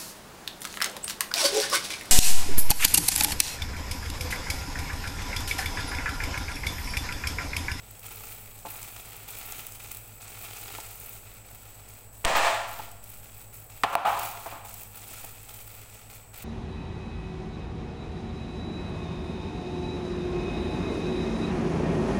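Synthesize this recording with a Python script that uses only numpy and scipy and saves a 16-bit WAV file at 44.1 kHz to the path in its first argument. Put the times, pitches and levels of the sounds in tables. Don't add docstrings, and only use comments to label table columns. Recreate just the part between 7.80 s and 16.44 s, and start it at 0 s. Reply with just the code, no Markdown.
import sys
import numpy as np
from scipy import signal
from scipy.fft import rfft, irfft
from scipy.io import wavfile
from scipy.ndimage import uniform_filter1d, minimum_filter1d

SR = 44100
rng = np.random.default_rng(int(sys.argv[2]) if len(sys.argv) > 2 else 0)


def materialize(psi):
    bounded = np.clip(np.atleast_2d(psi).T, -1, 1)
    quanta = np.round(bounded * 32767).astype(np.int16)
    wavfile.write(sys.argv[1], SR, quanta)


def magnitude_from_level(level_db):
    exponent = np.asarray(level_db, float) / 20
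    return 10 ** exponent


N = 381024


def evened(x):
    return x / np.sqrt(np.mean(x ** 2) + 1e-20)


def read(points, hz):
    f, value = np.transpose(points)
    return np.interp(np.log(hz + 1), np.log(f + 1), value)


def add(mix, start_s, sound):
    part = mix[round(start_s * SR):][:len(sound)]
    part += sound[:len(part)]


def drift(knots_per_s):
    knots = rng.standard_normal(400)
    return np.interp(np.arange(N) / SR * knots_per_s, np.arange(len(knots)), knots)


def causal(gain_db):
    log_gain = np.log(magnitude_from_level(np.r_[gain_db, gain_db[-2:0:-1]]))
    return np.fft.ifft(np.exp(np.conj(signal.hilbert(log_gain)))).real[:2048]


# (frequency [Hz], relative level [dB per Hz])
HISS = [(88, -28), (150, 5.5), (341, -1), (414, 4.5), (821, 4.5), (960, -1), (1390, -5.5), (1560, -4),
        (2310, -9), (5570, -67.5), (7920, 8.5), (10000, -35), (12400, -22), (15100, -24), (16000, -9)]
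# (frequency [Hz], relative level [dB per Hz])
RUMBLE = [(1, -1), (5, 15), (15, -2), (35, 3), (70, -5), (130, -2.5), (200, -31.5)]
# (frequency [Hz], level [dB rms], waver [dB])
HUM = [(49, -58, .6), (100, -57, 1), (146.8, -73, 2), (290.7, -76, 2), (-107.746, -58, 1.5),
       (215.5, -70, 2.5)]
HISS_DB_RMS, RUMBLE_DB_RMS = -55, -55
HUM_NULL_S = 0.062


def shaped_noise(spectrum):
    hz = np.fft.rfftfreq(N, 1 / SR)
    return evened(irfft(rfft(rng.standard_normal(N)) * magnitude_from_level(read(spectrum, hz)), N))


def motor_hum():
    t = np.arange(N) / SR - HUM_NULL_S
    return sum(magnitude_from_level(db + waver_db * drift(3.1)) * np.sqrt(2) * np.sin(2 * np.pi * hz * t)
               for hz, db, waver_db in HUM)


def background():
    hiss = magnitude_from_level(HISS_DB_RMS) * shaped_noise(HISS)
    rumble = magnitude_from_level(RUMBLE_DB_RMS) * shaped_noise(RUMBLE)
    return hiss + rumble + motor_hum()


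# (frequency [Hz], t60 [s])
KITCHEN = [(250, 0.39), (700, 0.88), (1500, 0.82), (3000, 0.82), (8000, 0.79), (15000, 1)]


def room_tail(build_s=0.019):
    hz, t, z = signal.stft(rng.standard_normal(int(1.3 * SR)), SR, nperseg=256)
    decay = magnitude_from_level(-60 * t / read(KITCHEN, hz)[:, None])
    tail = signal.istft(z * decay, SR, nperseg=256)[1]
    tail *= 1 - np.exp(-np.arange(len(tail)) / SR / build_s)
    return tail / np.linalg.norm(tail)


# (frequency [Hz], level [dB], t60 [s])
BLADE = [(12300, -33, .03), (14000, -34, .03), (15600, -37, .03)]
BLADE_S, BLADE_SLIDE_S = 4.561, 0.016


def blade():
    t = np.arange(SR // 10) / SR
    sound = np.zeros(len(t))
    for hz, db, t60_s in BLADE:
        wander_rad = np.cumsum(rng.standard_normal(len(t))) / np.sqrt(SR / 400)
        envelope = magnitude_from_level(db - 60 * np.maximum(t - BLADE_SLIDE_S, 0) / t60_s) * np.minimum(t / 0.0013, 1)
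        sound += envelope * np.sin(2 * np.pi * hz * t + wander_rad)
    return sound


def jolt(scale_db=-4.0, settle_s=0.052, suck=0.97):
    u = np.arange(SR) / SR / settle_s
    return magnitude_from_level(scale_db) * (u - suck) * np.exp(-u) * np.minimum(u / 0.1, 1)


# (frequency [Hz], relative level [dB per Hz])
SOFT = [(88, -51), (150, -29), (179, -21), (254, -26), (303, -15.5), (475, -29.5), (566, -18), (612, -27),
        (675, 1), (871, 4), (2140, -18), (2360, -12.5), (5460, -36), (16000, -39)]
# (frequency [Hz], relative level [dB per Hz])
HARD = [(120, -80), (200, -38), (263, -20), (299, -11.5), (424, -6.5), (671, -2.5), (735, -28),
        (791, -10.5), (1560, -12.5), (1740, -5), (2130, -10), (5940, -21), (7970, -17.5), (16000, -64)]
# (frequency [Hz], level [dB], t60 [s])
BOARD = [(208, -47.5, 0.057), (315, -42.5, 0.058), (575, -39.5, 0.13), (688.8, -27.5, 0.078),
         (872.4, -34.5, 0.12), (1250, -37.5, 0.058), (1376, -49, 0.76)]
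EDGE_DB_PER_OCTAVE, EDGE_PER_DB = 0.9, 0.6


def blow(peak_db, hardness, room_db, contact_ms):
    t, hz = np.arange(SR) / SR, np.fft.rfftfreq(4096, 1 / SR)
    hardness = np.clip(hardness, 0, 1)
    colour_db = (1 - hardness) * read(SOFT, hz) + hardness * read(HARD, hz)
    modes = sum(magnitude_from_level(db - 60 * t / t60_s) * np.sin(2 * np.pi * f * t) for f, db, t60_s in BOARD)

    def struck(tilt_db):
        crack = causal(colour_db + tilt_db * np.log2(hz / 1000 + 0.78))
        return np.pad(crack / np.linalg.norm(crack), (0, SR - len(crack))) + modes

    rattle = 0.21 * rng.standard_normal(2000) * np.exp(-t[:2000] * 1000 / contact_ms)
    rattle[0] = 1
    near = signal.oaconvolve(struck(EDGE_DB_PER_OCTAVE + EDGE_PER_DB * peak_db), rattle)
    far = struck(0)
    sound = magnitude_from_level(room_db) * signal.oaconvolve(far / abs(far).max(), room_tail())
    add(sound, 0, near / abs(near).max())
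    return magnitude_from_level(peak_db) * sound


# (time [s], direct peak [dB], hardness [0-1], room [dB], contact [ms])
BLOWS = [(.851, -29.5, 0.14, -3, 10), (.868, -31, 0.08, -0.5, 4), (2.986, -26.5, 0.2, -7, 1.7),
         (4.4435, -13, 0.7, 4, 16), (4.4494, 8, 0.76, 5, 0.61), (4.4527, 8, 0.23, 2.5, 0.69),
         (4.4554, 0.5, 0.85, 12, 0.7), (4.995, -28, 0.3, -10, 6), (6.035, -0.5, 0.19, -2.5, 7),
         (6.1531, 7.5, 0.07, -4, 0.78), (6.182, -15, 0, -4.5, 5), (6.66, -26.5, 0.38, 8.5, 12),
         (6.724, -31, 0, 5.5, 11), (6.758, -36.5, 0.06, 0, 8), (6.85, -37.5, 0.1, -31, 7.1),
         (7.312, -40, 0.45, -17, 2.5), (7.441, -35.5, 0.3, -3, 8)]
CHOP_S = BLOWS[4][0]


def board_blows():
    mix = np.zeros(N)
    for start_s, *stroke in BLOWS:
        add(mix, start_s, blow(*stroke))
    return mix


# (start [s], length [s], rustle [dB], body [dB])
MOVES = [(0, .22, -53.5, -3.5), (.23, 0.3, -45, -4), (.57, 0.27, -51, -5.5), (.86, 0.19, -43, -5),
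         (1.08, 0.14, -47, -3.5), (1.25, 0.19, -47.5, -2.5), (1.48, 0.31, -44.5, -2), (1.8, .09, -50.5, 0),
         (1.91, 0.05, -48, -5.5), (2.0, 0.15, -46.5, -2.5), (2.24, 0.2, -52, -6), (2.41, .14, -48, -2.5),
         (2.57, .45, -45.5, -1), (3.04, 0.33, -46, -6.5), (3.44, 0.14, -52.5, -2),
         (3.65, 0.56, -53.5, -2.5), (4.13, 0.058, -69, -14), (4.33, 0.14, -52, -9),
         (4.456, 0.092, -35, -14), (4.6, 0.12, -66, -12), (4.88, 0.16, -46.5, -2), (5.23, .14, -48.5, -7),
         (5.43, 0.21, -51.5, -4.5), (5.73, 0.068, -47.5, -6.5), (5.9, 0.24, -50.5, -4.5),
         (6.1, 0.054, -45, 3), (6.27, 0.19, -45.5, 2.5), (6.385, 0.1, -42.5, 0.5), (6.55, 0.16, -48, -1),
         (6.85, 0.18, -45.5, -6), (7.131, 0.11, -46.5, -5), (7.27, .21, -45.5, -4), (7.55, 0.12, -52, -2.5),
         (7.69, 0.12, -46.5, -4.5), (7.87, 0.16, -50, -2), (8.08, 0.16, -52.5, -2), (8.3, 0.047, -49, -1.5),
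         (8.539, 0.099, -49, 1)]
GRAB_DB_PER_S, LET_GO_DB_PER_S, STILL_DB = 1500, 190, -71.5


def hands():
    t = np.arange(0, N, 64) / SR
    start, length, level_db, body_db = np.transpose(MOVES)[:, :, None]
    swell_db = GRAB_DB_PER_S * np.maximum(start - t, 0)
    die_db = LET_GO_DB_PER_S * np.maximum(t - start - length, 0)
    power = magnitude_from_level(2 * (level_db - swell_db - die_db)) + 1e-30
    total = power.sum(0)
    rustle_db = 10 * np.log10(total + magnitude_from_level(2 * STILL_DB))
    mean_body_db = (power * body_db).sum(0) / total
    return (np.interp(np.arange(N) / SR, t, curve) for curve in (rustle_db, mean_body_db))


def film_clicks(level_db, body_db):
    runs = 1.6 * evened(uniform_filter1d(rng.standard_normal(N), 350))
    flicker = evened(uniform_filter1d(rng.standard_normal((3, N)), 300))
    clumps = magnitude_from_level(runs + np.c_[[2.2, 2.2, 3.4]] * flicker)
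    sizes = magnitude_from_level(2.74 * np.minimum(rng.exponential(1, (3, N)), 4)) * rng.standard_normal((3, N))
    clicks = sizes * (rng.random((3, N)) < 7000 / SR) * clumps
    clicks = clicks / np.sqrt(np.mean(clicks ** 2)) * magnitude_from_level(level_db)
    clicks[0] *= magnitude_from_level(body_db + 4.5)
    clicks[1] *= magnitude_from_level(0.39 * body_db + 2 * drift(14) - 1.7)
    return clicks


POPS_PER_S, POP_OVER_DB, POP_SPREAD_DB = 65, 1, 5


def chance_pops(level_db):
    at = np.flatnonzero(rng.random(N) < POPS_PER_S / SR)
    chance = rng.standard_normal((N, 2))[at]
    pop_db = level_db[at] + POP_OVER_DB + POP_SPREAD_DB * chance[:, 0]
    return np.c_[at / SR, pop_db, -17 + 5 * chance[:, 1]]


# (time [s], level [dB], fullness [dB])
SNAPS = [(0.1929, -29, -11), (0.2602, -37, 0), (0.6982, -39, -12), (0.7331, -46, -18), (0.789, -31.5, -6),
         (0.9382, -29, -8), (1.0285, -27, 1), (1.3652, -34, -14), (1.486, -29, -7), (1.5039, -30, -12),
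         (1.5867, -33, -19), (1.7214, -25, 1), (1.8661, -19.5, -15.5), (1.921, -26, -13),
         (2.0377, -27, -16), (2.115, -20, -8.5), (2.147, -21, -20), (2.169, -23.5, -11), (2.5819, -31, -12),
         (3.236, -33, -16), (3.7548, -36, -14), (4.2456, -43, -3), (4.7454, -31, -12), (4.9311, -29, -12),
         (5.1141, -30.5, -10), (5.24, -26, -16), (5.2998, -27, -22), (5.5936, -33, -21), (5.7408, -29, -22),
         (6.3938, -19, -9), (6.4319, -19, -23), (6.8587, -43, -14), (6.94, -22, -13), (7.0323, -26, -11),
         (7.1555, -32, -15), (7.447, -28, -6), (7.8769, -31, -14), (8.0126, -38, -15), (8.3039, -38, -12),
         (8.54, -36, -6)]
# (frequency [Hz], relative level [dB per Hz])
FILM = [(180, -8.5), (300, -11), (440, -2), (546, -13.5), (801, 0), (994, -9.5), (1390, -1), (1560, -11),
        (2520, -0.5), (2930, -6), (5520, -8.5), (7950, -1), (11900, -8), (15000, 1), (16000, -3.5)]


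def gloves():
    level_db, body_db = hands()
    clicks = film_clicks(level_db, body_db)
    u = np.arange(800) / SR / 0.0014
    for when_s, pop_db, full_db in [*SNAPS, *chance_pops(level_db)]:
        burst = rng.standard_normal((3, 800)) * (u + 0.1) * np.exp(1 - u)
        for fold, fold_db in enumerate((1.14 * full_db - 12, 0.7 * full_db - 6.5, -11)):
            add(clicks[fold], when_s, magnitude_from_level(pop_db + fold_db) * burst[fold])
    hz = np.fft.rfftfreq(4096, 1 / SR)
    low = 1 / (1 + (hz / 5000) ** 6)
    high = 1 / (1 + (10000 / (hz + 1)) ** 12)
    shares = low, (1 - low) * (1 - high), high
    pulses = [causal(read(FILM, hz) + 10 * np.log10(share + 1e-5)) for share in shares]
    near = sum(signal.oaconvolve(c, p)[:N] for c, p in zip(clicks, pulses)) / np.linalg.norm(pulses[2])
    return near + magnitude_from_level(-5.5) * signal.oaconvolve(near, room_tail())[:N]


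def scene():
    mix = background() + board_blows() + gloves()
    add(mix, BLADE_S, blade())
    add(mix, CHOP_S, jolt())
    return mix[None]


def held(x, behind_s, ahead_s):
    behind, ahead = round(behind_s * SR), round(ahead_s * SR)
    padded = np.pad(x, (behind, ahead))
    return -minimum_filter1d(-padded, behind + ahead)[(behind + ahead) // 2:][:N]


def limiter(x):
    over_db = np.maximum(20 * np.log10(abs(x[0]) + 1e-9) + 6.2, 0)
    renewed_db = (over_db > 0) * held(over_db, 0.008, 0)
    return x / magnitude_from_level(uniform_filter1d(held(renewed_db, 0.091, 0.007), size=110))


def compressor(x):
    keep = np.exp(-1 / (0.016 * SR))
    power_db = 10 * np.log10(signal.lfilter([1 - keep], [1, -keep], x[0] ** 2) + 1e-12)
    return x / magnitude_from_level(0.11 * np.maximum(power_db + 19.5, 0))


def band_limit(x):
    return signal.sosfilt(signal.butter(12, 17000, fs=SR, output="sos"), x)


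def record(dry):
    eased = compressor(limiter(dry))
    steady = signal.lfilter([1, -1], [1, -np.exp(-2 * np.pi * 0.36 / SR)], eased)
    low_pass = signal.firwin(511, 15950, window=("kaiser", 9), fs=SR)
    band = signal.oaconvolve(steady, low_pass[None], "same")
    return band_limit(band)


dry = scene()
out = record(dry)
materialize(out)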